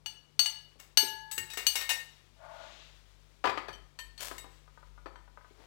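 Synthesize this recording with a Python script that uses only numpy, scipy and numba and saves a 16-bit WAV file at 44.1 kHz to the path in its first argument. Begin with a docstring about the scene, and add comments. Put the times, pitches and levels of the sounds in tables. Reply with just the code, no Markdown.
"""Laying up in a small hard kitchen

Close to the microphone, a steel spoon clinks in a porcelain bowl, cutlery rattles on a plate, servers knock
a glass bowl, dishes land on a tiled table and wooden servers tap: each blow rings a bank of decaying modes.
Filtered noise makes the gritty scrapes, the deep thumps under some blows and a sole scuffing the floor.
A dense noise tail is the room; wavering mains hum, air and a faint rustle lie beneath.
Only the left input of the recorder is wired."""
import sys
import numpy as np
from numba import njit
from scipy import signal
from scipy.fft import rfft, irfft, next_fast_len
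from scipy.io import wavfile
from scipy.ndimage import uniform_filter1d

SR = 44100
rng = np.random.default_rng(int(sys.argv[2]) if len(sys.argv) > 2 else 0)


def wav_out(sig):
    """Save sig, one row per channel (or a flat mono array), as 16-bit PCM at SR to the path in sys.argv[1]."""
    wavfile.write(sys.argv[1], SR, np.round(np.clip(np.atleast_2d(sig).T, -1, 1) * 32767).astype(np.int16))


N = 249867  # length in samples
# All scene levels are those ahead of the recorder's input gain.


def undb(db):
    """Decibels to gain."""
    return 10 ** (np.asarray(db) / 20)


def unit(x):
    """Scale to rms 1."""
    return x / np.sqrt(np.mean(x ** 2))


def colour(x, points):
    """Shape a spectrum by (f/Hz, level/dB) points joined on a log frequency axis."""
    hz, db = np.transpose(points)
    size = next_fast_len(len(x))
    f = np.maximum(np.arange(size // 2 + 1) * SR / size, 1)
    gain = undb(np.interp(np.log(f), np.log(hz), db))
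    return irfft(rfft(x, size) * gain, size)[:len(x)]


def level_curve(table):
    """Join (t/s, level/dB) points by straight lines, at every sample."""
    s, db = np.transpose(table)
    return np.interp(np.arange(N) / SR, s, db)


def walk(rate):
    """Random levels, rate of them a second, slewed from one to the next; spread near 1."""
    k = int(SR / rate)
    steps = np.repeat(rng.standard_normal(N // k + 1), k)
    return 1.2 * uniform_filter1d(steps, k)[:N]


SWELL_DB = 25  # a movement rises by this much as it swells


def stroke(start_s, swell_s, hold_s, fade_db_per_s, db):
    """Gain of one movement: swell, hold, fade."""
    t = np.arange(N) / SR - start_s
    swell_db = SWELL_DB * np.clip(1 - t / swell_s, 0, 1)
    fade_db = fade_db_per_s * np.maximum(t - swell_s - hold_s, 0)
    return (t > 0) * undb(db - swell_db - fade_db)


@njit(fastmath=True)
def resonate(push, pole, gain):
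    """A bank of decaying modes driven by a force."""
    out, re, im = np.zeros(len(push)), np.zeros(len(pole)), np.zeros(len(pole))
    c, s = pole.real.copy(), pole.imag.copy()
    for i in range(len(push)):
        total = 0.
        for k in range(len(c)):
            re[k], im[k] = re[k] * c[k] - im[k] * s[k] + push[i], re[k] * s[k] + im[k] * c[k]
            total += gain[k] * im[k]
        out[i] = total
    return out


def contact(blow, chatter, short, length):
    """The contact force chatters: one firm touch, then a fading shower of lesser ones."""
    fade = np.exp(-short / max(blow["rattle_s"], 1 / SR))
    lesser = rng.standard_normal(len(short)) * (rng.random(len(short)) < .03)
    touch = np.full(length, 1e-18)  # a trace of force keeps the arithmetic fast
    touch[:len(short)] = chatter * lesser * fade
    touch[0] = 1
    push = np.hanning(int(blow["push_s"] * SR) + 3)  # a softer contact pushes longer
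    return np.convolve(touch / np.linalg.norm(touch), push / push.sum())[:length]


# The points of every blow's colour: f/Hz
COLOUR_HZ = [400, 1300, 4000, 11000]
PIVOT_HZ = 2300  # brightness tilts the colour about this pitch
CRACK_DULL_DB = -8  # the crack has less treble than the ring


def crack(blow, tone_db, short):
    """The noise of the contact itself, a quick burst that fades with the rattle."""
    floor = (COLOUR_HZ[0] / 2, tone_db[0] - 22)
    tone = [floor] + list(zip(COLOUR_HZ, tone_db + np.array([0, 0, 0, CRACK_DULL_DB])))
    noise = colour(rng.standard_normal(len(short)), tone)
    fade = np.exp(-short / max(blow["rattle_s"], 1 / SR))
    return noise * fade * (1 - np.exp(-short / .0007)) * undb(blow["crack_db"])


SPOT_DB, SPOT_OCTAVES = 6, .12  # lift of modes near the struck spot's pitch, and its reach


def strike(blows, columns, kind, hz, body, span_s, shift, chatter, tool=()):
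    """Each blow rings the modes of a body (and of the tool); what its row omits comes from its kind."""
    out = np.zeros(N)
    db, t60 = np.transpose(list(body) + list(tool))
    is_tool = np.arange(len(db)) >= len(body)
    t = np.arange(int(span_s * SR)) / SR
    short = t[:SR // 8]
    for s, level_db, *rest in blows:
        blow = {"tool_db": 0, "spot_hz": 1, **kind, **dict(zip(columns.split(), rest))}
        tone_db = blow["tone_db"] + blow["bright_db"] * np.log2(np.array(COLOUR_HZ) / PIVOT_HZ)
        spot_octaves = np.log2(np.array(hz) / blow["spot_hz"])
        spot_db = SPOT_DB * np.exp(-(spot_octaves / SPOT_OCTAVES) ** 2)
        mode_tone_db = np.interp(np.log(hz), np.log(COLOUR_HZ), tone_db)
        gain = undb(db + is_tool * blow["tool_db"] + spot_db + mode_tone_db)
        pitch = hz * (1 + shift * rng.standard_normal(len(db)))  # grip and struck spot shift the modes
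        # the hand adds its loss to that of the ware, most to the low modes
        loss = np.log(1000) * (1 / t60 + 1000 / pitch / max(blow["grip_s"], .01))
        force = contact(blow, chatter, short, len(t))
        pole = np.exp((2j * np.pi * pitch - loss) / SR)
        sound = resonate(force, pole, gain / np.linalg.norm(undb(db)))
        sound[:len(short)] += crack(blow, tone_db, short)
        end_fade = np.clip((span_s - t) * 20, 0, 1)
        i = int(s * SR)
        out[i:i + len(t)] += (undb(level_db) * sound * end_fade)[:N - i]
    # each kind sends out nothing below its lowest pitch
    return signal.sosfilt(signal.butter(4, kind["low_hz"], "high", fs=SR, output="sos"), out)


# The hum's fundamental, wavering and growing: t/s, level/dB
HUM = [(0.0, -71), (0.19, -66), (0.33, -81), (0.41, -68), (1.04, -72), (1.83, -64), (2.24, -70),
       (2.49, -64), (3.68, -65), (3.85, -59), (3.93, -70), (4.07, -59), (4.2, -68), (4.31, -60),
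       (4.72, -63), (4.77, -71), (4.87, -62), (5.67, -64)]
MAINS_HZ, HUM_WAVER_DB = 49.4, 2.2
HUM_SECOND_DB, HUM_THIRD_DB = -77, -74  # harmonics


def mains_hum():
    """A sine and two harmonics share one wandering pitch; each wavers in level by itself."""
    turn = 2 * np.pi * np.cumsum(MAINS_HZ * (1 + 0.0067 * walk(2.2))) / SR
    first = undb(level_curve(HUM) + HUM_WAVER_DB * walk(7)) * np.sin(turn)
    second = undb(HUM_SECOND_DB + 2.5 * walk(6)) * np.sin(2 * turn + 1)
    third = undb(HUM_THIRD_DB + 2.6 * walk(7)) * np.sin(3 * turn + 2)
    return np.sqrt(2) * (first + second + third)  # levels are rms


# Colour of the still air, relative: f/Hz, level/dB
AIR = [(35, -27.5), (60, -3.5), (108, -10.5), (412, -12), (675, -16), (1010, -17.5), (2040, -29),
       (2350, -19.5), (2580, -36.5), (3260, -27), (6150, -29.5), (14700, -39.5), (16500, -57.5)]
AIR_DB = -72.5  # rms


def still_air():
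    """Steady noise, strongest in the bass."""
    points = [(30, -40.5)] + list(AIR)
    return undb(AIR_DB) * unit(colour(rng.standard_normal(N), points))


# Sleeves and leaves rub: t/s, level/dB
RUBBING = [(0, -77.5), (2.1, -68.5), (2.35, -74), (2.9, -68.5), (3.3, -71), (3.95, -75.5), (4.55, -69.5),
           (4.9, -74), (5.45, -75.5), (5.67, -69)]


def rustle():
    """Faint hiss of sleeves and leaves, flickering in level."""
    tone = [(300, -18.5), (1000, 0), (3500, 0), (7000, -7), (12000, -17.5)]
    hiss = unit(colour(rng.standard_normal(N), tone))
    flicker_db = 1.2 * walk(20)
    return undb(level_curve(RUBBING) + flicker_db) * hiss


# In the blow tables and kinds below, brightness is in dB/octave about PIVOT_HZ; rattle is the time in which
# the contact noise fades to 1/e; grip ring is the t60 that the hand's loss alone would allow at 1 kHz.
# A kind holds what its blows share: tone/dB at COLOUR_HZ, crack/dB, rattle/s, grip ring/s, brightness,
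# lowest pitch sent out/Hz, extra length of the push/s.

# Spoon blows: t/s, level/dB, brightness/(dB/octave), grip ring/s, pitch favoured by the struck spot f/Hz
SPOON_IN_BOWL = [(.06, -30, -2.5, .17, 2920), (.393, -17.5, .3, .12, 4600), (.459, -24, -1.5, .27, 2920),
                 (.973, -12, -.3, 2.7, 11950), (1.667, -19, 3, .16, 3050)]
# The porcelain bowl's modes: f/Hz
BOWL_HZ = [878, 930, 1692, 2920, 2928, 3600, 4462, 4505, 5200, 5680, 6310, 6616, 8430, 9790, 10170, 10790,
           11360, 11950, 12680, 13345, 13900, 14520, 15175, 15430]
# The same modes: level/dB, free t60/s
BOWL = [(-12.5, 4), (-11.5, 0.2), (-11, 1.6), (-13.5, .7), (-3, 0.15), (-18.5, 0.16), (-3, 0.28),
        (-2.5, 0.051), (-27, 0.3), (-13, 0.1), (-1, 0.2), (-29, .4), (-5.5, .17), (-49, .35), (-34, .4),
        (-20, 0.26), (-22.5, 0.35), (-10, 0.29), (-12, .15), (-26, 0.22), (-19, 0.22), (-21, .3),
        (-22, 0.33), (-26, 0.14)]
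# Kind: steel on porcelain
SPOON = dict(tone_db=[-22, -11, -2, -8], crack_db=3, rattle_s=.0065, low_hz=650, push_s=0)


def spoon_in_bowl():
    """Hard steel on porcelain: almost no pitch shift, little chatter, a long ring."""
    return strike(SPOON_IN_BOWL, "bright_db grip_s spot_hz", SPOON, BOWL_HZ, BOWL, .62,
                  shift=.0003, chatter=.08)


# Soft, dull thuds: t/s, level/dB, rattle/s
THUDS = [(.756, -50, .019), (1.029, -32, .024), (1.377, -37, .013), (1.572, -34, .011), (1.76, -39, .02),
         (4.2, -44, .025), (4.46, -46, .015), (5.508, -45, .004), (5.59, -50, .03)]
# The table top's modes: f/Hz
TABLE_HZ = [300, 375, 430, 560, 660, 780, 900, 1025, 1250, 1480, 1680, 2000, 2460, 3040, 4600, 5680, 7430]
# The same modes: level/dB, free t60/s
TABLE = [(-5, .2), (0.5, 0.85), (2, 0.12), (-4.5, 0.23), (-1, 0.11), (-3, 0.3), (-6, 0.11), (-1.5, .12),
         (-4, 0.065), (-12.5, 0.037), (-5.5, 0.056), (-15.5, 0.065), (-4, 0.049), (-6.5, 0.064),
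         (-5.5, .09), (-13, .06), (-5, 0.041)]
# Kind: a soft contact on the table
PALM = dict(tone_db=[-1, -14, -20, -38], crack_db=-2, grip_s=.25, bright_db=0, low_hz=280, push_s=.0015)


def table_thuds():
    """A long soft push rings the table top with little treble."""
    return strike(THUDS, "rattle_s", PALM, TABLE_HZ, TABLE, .25, shift=.03, chatter=.4)


# Slides over china and tile: start t/s, swell/s, hold/s, fade/(dB/s), level/dB, brightness/(dB/octave)
SCRAPES = [(.787, .01, .005, 250, -57, 0), (1.58, .01, .04, 150, -54, 0), (4.195, .012, .035, 190, -43, .5),
           (5.53, .06, .1, 100, -65, -6)]
GRIT_PER_S, GRIT_DB = 5000, 2.5  # grains a second; mean of their random extra level


def scrapes():
    """Dense grains of uneven size, shaped by each slide."""
    base_tone = [(250, -14), (600, 3), (2500, 0), (7000, -2), (15000, -9)]
    out = 0
    for *move, bright_db in SCRAPES:
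        hits = (rng.random(N) < GRIT_PER_S / SR) * rng.standard_normal(N)
        grains = hits * undb(GRIT_DB * rng.exponential(size=N))
        tone = [(hz, db + bright_db * np.log2(hz / PIVOT_HZ)) for hz, db in base_tone]
        out = out + stroke(*move) * unit(colour(grains, tone))
    return out


# Fork blows: t/s, level/dB, brightness/(dB/octave), rattle/s, ring of the fork level/dB,
# pitch favoured by the struck spot f/Hz, grip ring/s
FORK_ON_PLATE = [(.799, -40, 1, .004, -11, 2000, .1), (1.313, -32, 3.5, .016, -5, 7900, .2),
                 (1.379, -22, .5, .0076, -9.5, 1835, .35), (1.501, -38, 1, .024, 8, 3770, .2),
                 (1.534, -31, -1, .011, -11, 1835, .3), (1.572, -24, -1, .022, -6, 2170, .3),
                 (1.755, -20, .5, .02, 2, 2170, .25), (1.789, -28, -3, .013, 1, 2950, .3),
                 (1.809, -26, -1.5, .022, 1, 2170, .3), (1.892, -19, .5, .018, 3.5, 2700, .2),
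                 (1.904, -22, -1, .02, 0, 1835, .4), (4.381, -33, 0, .006, 3, 1835, .07)]
# The plate's modes: f/Hz
PLATE_HZ = [985, 1835, 2169, 2790, 6670, 7880, 8015, 9213, 10120, 10680, 12200, 13390, 14800, 15300]
# The same modes: level/dB, free t60/s
PLATE = [(-25, 2.6), (-2.5, 0.32), (-4.5, 0.17), (3.5, 0.11), (-4, 0.18), (-2, 0.11), (-10.5, .3),
         (-22.5, 0.19), (-25, 0.1), (-25.5, 0.24), (-11, .2), (-19, .2), (-16, .25), (-28, 0.25)]
# The fork's modes: f/Hz
FORK_HZ = [2545, 2945, 3745, 3800, 4275, 4545, 4618, 5577, 9790, 11700, 13900]
# The same modes: level/dB, free t60/s
FORK = [(-5, 0.14), (-8, 0.24), (-10.5, 0.22), (-6.5, 0.31), (-13, 0.12), (-18.5, 0.35), (-10.5, 0.24),
        (-7.5, 0.36), (-14.5, .25), (-17.5, 0.42), (-34.5, 0.26)]
# Kind: cutlery on china
CUTLERY = dict(tone_db=[-18, -11, -9, -7], crack_db=1.5, low_hz=450, push_s=0)


def fork_on_plate():
    """A chattering contact rings plate and fork together."""
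    return strike(FORK_ON_PLATE, "bright_db rattle_s tool_db spot_hz grip_s", CUTLERY,
                  PLATE_HZ + FORK_HZ, PLATE, .45, shift=.003, chatter=.4, tool=FORK)


# The table legs jolt: t/s, level/dB
THUMPS = [(1.38, -60), (3.445, -55), (3.69, -64)]
THUMP_HOLD_S, THUMP_FADE_DB_PER_S = .03, 250


def thumps():
    """A short deep rumble of low noise under a few of the table's blows."""
    tone = [(50, -30), (80, 0), (190, 0), (300, -30), (600, -70)]
    deep = unit(colour(rng.standard_normal(N), tone))
    return deep * sum(stroke(s, .01, THUMP_HOLD_S, THUMP_FADE_DB_PER_S, db) for s, db in THUMPS)


# The sole's resonances: f/Hz, a third of the bandwidth f/Hz, level/dB
SOLE = [(673, 22, 1), (872, 28.5, 1), (1130, 73, 2), (1423, 10, -1), (1630, 30, -13)]
# The drone's movement: start t/s, swell/s, hold/s, fade/(dB/s), level/dB
SCUFF_DRONE = (2.36, .08, .19, 90, -52.5)
# The hiss's movement: the same columns
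SCUFF_HISS = (2.33, .3, .2, 85, -58)


def scuff():
    """Grit under a sliding sole drones in the sole's resonances; a slower hiss outlasts the drone."""
    grit = rng.standard_normal(N) * undb(1.36 * walk(60))
    drone = 0
    for hz, width, db in SOLE:
        peak = signal.iirpeak(hz, hz / max(3 * width, 20), SR)
        drone = drone + undb(db) * unit(signal.lfilter(*peak, grit))
    drone = colour(drone, [(420, -33), (560, 4.5), (1800, -5), (3000, -10)])
    hiss_tone = [(1000, -5), (2200, -0.5), (3600, 3.5), (5000, -6), (7000, -9), (11000, -38)]
    hiss = colour(rng.standard_normal(N), hiss_tone)
    return stroke(*SCUFF_DRONE) * unit(drone) + stroke(*SCUFF_HISS) * unit(hiss)


# Hard feet of dishes meet the table: t/s, level/dB, brightness/(dB/octave)
KNOCKS = [(3.441, -13, -1.5), (3.454, -16, 1.5), (3.472, -15, 0), (3.495, -20, 2), (3.516, -30, -1),
          (3.575, -20, 0), (3.685, -27, 0), (4.313, -30, -2.5), (4.443, -40, -3), (5.059, -32, -3)]
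# Kind: a dish on the table
DISH = dict(tone_db=[-13, 0, -14, -31], crack_db=-3, rattle_s=.012, grip_s=.1, low_hz=330, push_s=.0001)


def dish_knocks():
    """Hard feet push briefly and ring the table top."""
    return strike(KNOCKS, "bright_db", DISH, TABLE_HZ, TABLE, .25, shift=.03, chatter=.4)


# Server blows: t/s, level/dB, brightness/(dB/octave), grip ring/s, pitch favoured by the struck spot f/Hz
SERVER_ON_GLASS = [(3.683, -33, -1, .42, 2400), (3.729, -36, 0, .18, 3100), (3.989, -25, 1, .26, 1815),
                   (4.178, -36, 3.5, .3, 4400), (4.193, -33, 0, .3, 1430), (5.059, -49, 0, .5, 4500),
                   (5.157, -45, -3, 2.5, 1815)]
# The glass bowl's modes: f/Hz
GLASS_HZ = [1005, 1432, 1815, 2400, 3080, 3155, 3887, 4350, 4495, 5960, 6800, 7830, 9012, 9650, 11600]
# The same modes: level/dB, free t60/s
GLASS = [(-9, 0.47), (-30.5, 0.17), (-8.5, 0.74), (-10, .2), (-2, 0.23), (-4, 0.28), (-14.5, 0.083),
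         (1, 0.1), (0.5, 0.083), (1.5, 0.13), (-9.5, 0.17), (-1, .2), (-2.5, 0.086), (-11, .3), (-2, 0.18)]
# Kind: a server on glass
SERVER = dict(tone_db=[-19, -11, -13, -24], crack_db=1.5, rattle_s=.009, low_hz=400, push_s=0)


def server_on_glass():
    """A chattering server rings the glass salad bowl."""
    return strike(SERVER_ON_GLASS, "bright_db grip_s spot_hz", SERVER, GLASS_HZ, GLASS, .4,
                  shift=.004, chatter=.35)


# Taps of the wooden servers: t/s, level/dB, brightness/(dB/octave)
SALAD_TAPS = [(4.678, -50, 0), (4.775, -45, -1), (4.829, -44, 0), (4.978, -46.5, 0), (5.062, -38, 5),
              (5.158, -41, 0), (5.189, -52, 0), (5.278, -47, 1), (5.374, -41, -2), (5.41, -51, -1),
              (5.446, -43, 2)]
# The wooden servers' modes: f/Hz
SERVERS_HZ = [600, 990, 1250, 1480, 1950, 2700, 4550]
# The same modes: level/dB, free t60/s
SERVERS = [(-3.5, 0.042), (-2, 0.068), (-3.5, 0.091), (0.5, 0.037), (-7.5, 0.074), (-8.5, 0.048),
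           (-19.5, 0.14)]
# Kind: wood
WOOD = dict(tone_db=[-12, 3, -18, -36], crack_db=-12, rattle_s=.009, grip_s=.07, low_hz=480, push_s=.0004)


def salad_taps():
    """The wooden servers' own modes, which die within a fraction of a second."""
    return strike(SALAD_TAPS, "bright_db", WOOD, SERVERS_HZ, SERVERS, .15, shift=.02, chatter=.25)


# How long the kitchen rings: f/Hz, t60/s
ROOM = [(250, .5), (1000, .5), (4000, 0.46), (12000, 0.33)]
ROOM_DB, ROOM_GAP_S = -7, .007  # level of the tail, and the time it takes to build up


def room(x):
    """A dense noise tail whose octaves die at their own rates."""
    t = np.arange(SR // 2) / SR
    hz, t60 = np.transpose(ROOM)
    tail = 0
    for f in 125 * 2. ** np.arange(8):
        octave = [(f / 2, -60), (f / np.sqrt(2), -3), (f, 0), (f * np.sqrt(2), -3), (f * 2, -60)]
        band = colour(rng.standard_normal(len(t)), octave)
        band_t60 = np.interp(np.log(f), np.log(hz), t60)
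        tail = tail + band * np.exp(-np.log(1000) * t / band_t60)
    tail = tail * (1 - np.exp(-(t / ROOM_GAP_S) ** 2))
    return undb(ROOM_DB) * signal.fftconvolve(x, tail / np.linalg.norm(tail))[:N]


def scene():
    """The table close by and its echo, the sole and the background, at one microphone."""
    background = mains_hum() + still_air() + rustle()
    near = spoon_in_bowl() + table_thuds() + scrapes() + fork_on_plate() + thumps()
    near = near + dish_knocks() + server_on_glass() + salad_taps()
    heard = near + room(near) + scuff() + background
    return np.array([heard, np.zeros(N)])


TOP_HZ = 16100  # the recorder passes nothing much above this


def record(dry):
    """Both inputs gain 6 dB, the open right one is all but silent; the top is cut."""
    wired = 2 * dry + undb(-140) * rng.standard_normal(dry.shape)
    return signal.sosfilt(signal.ellip(10, .2, 70, TOP_HZ, fs=SR, output="sos"), wired)


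dry = scene()
out = record(dry)
wav_out(out)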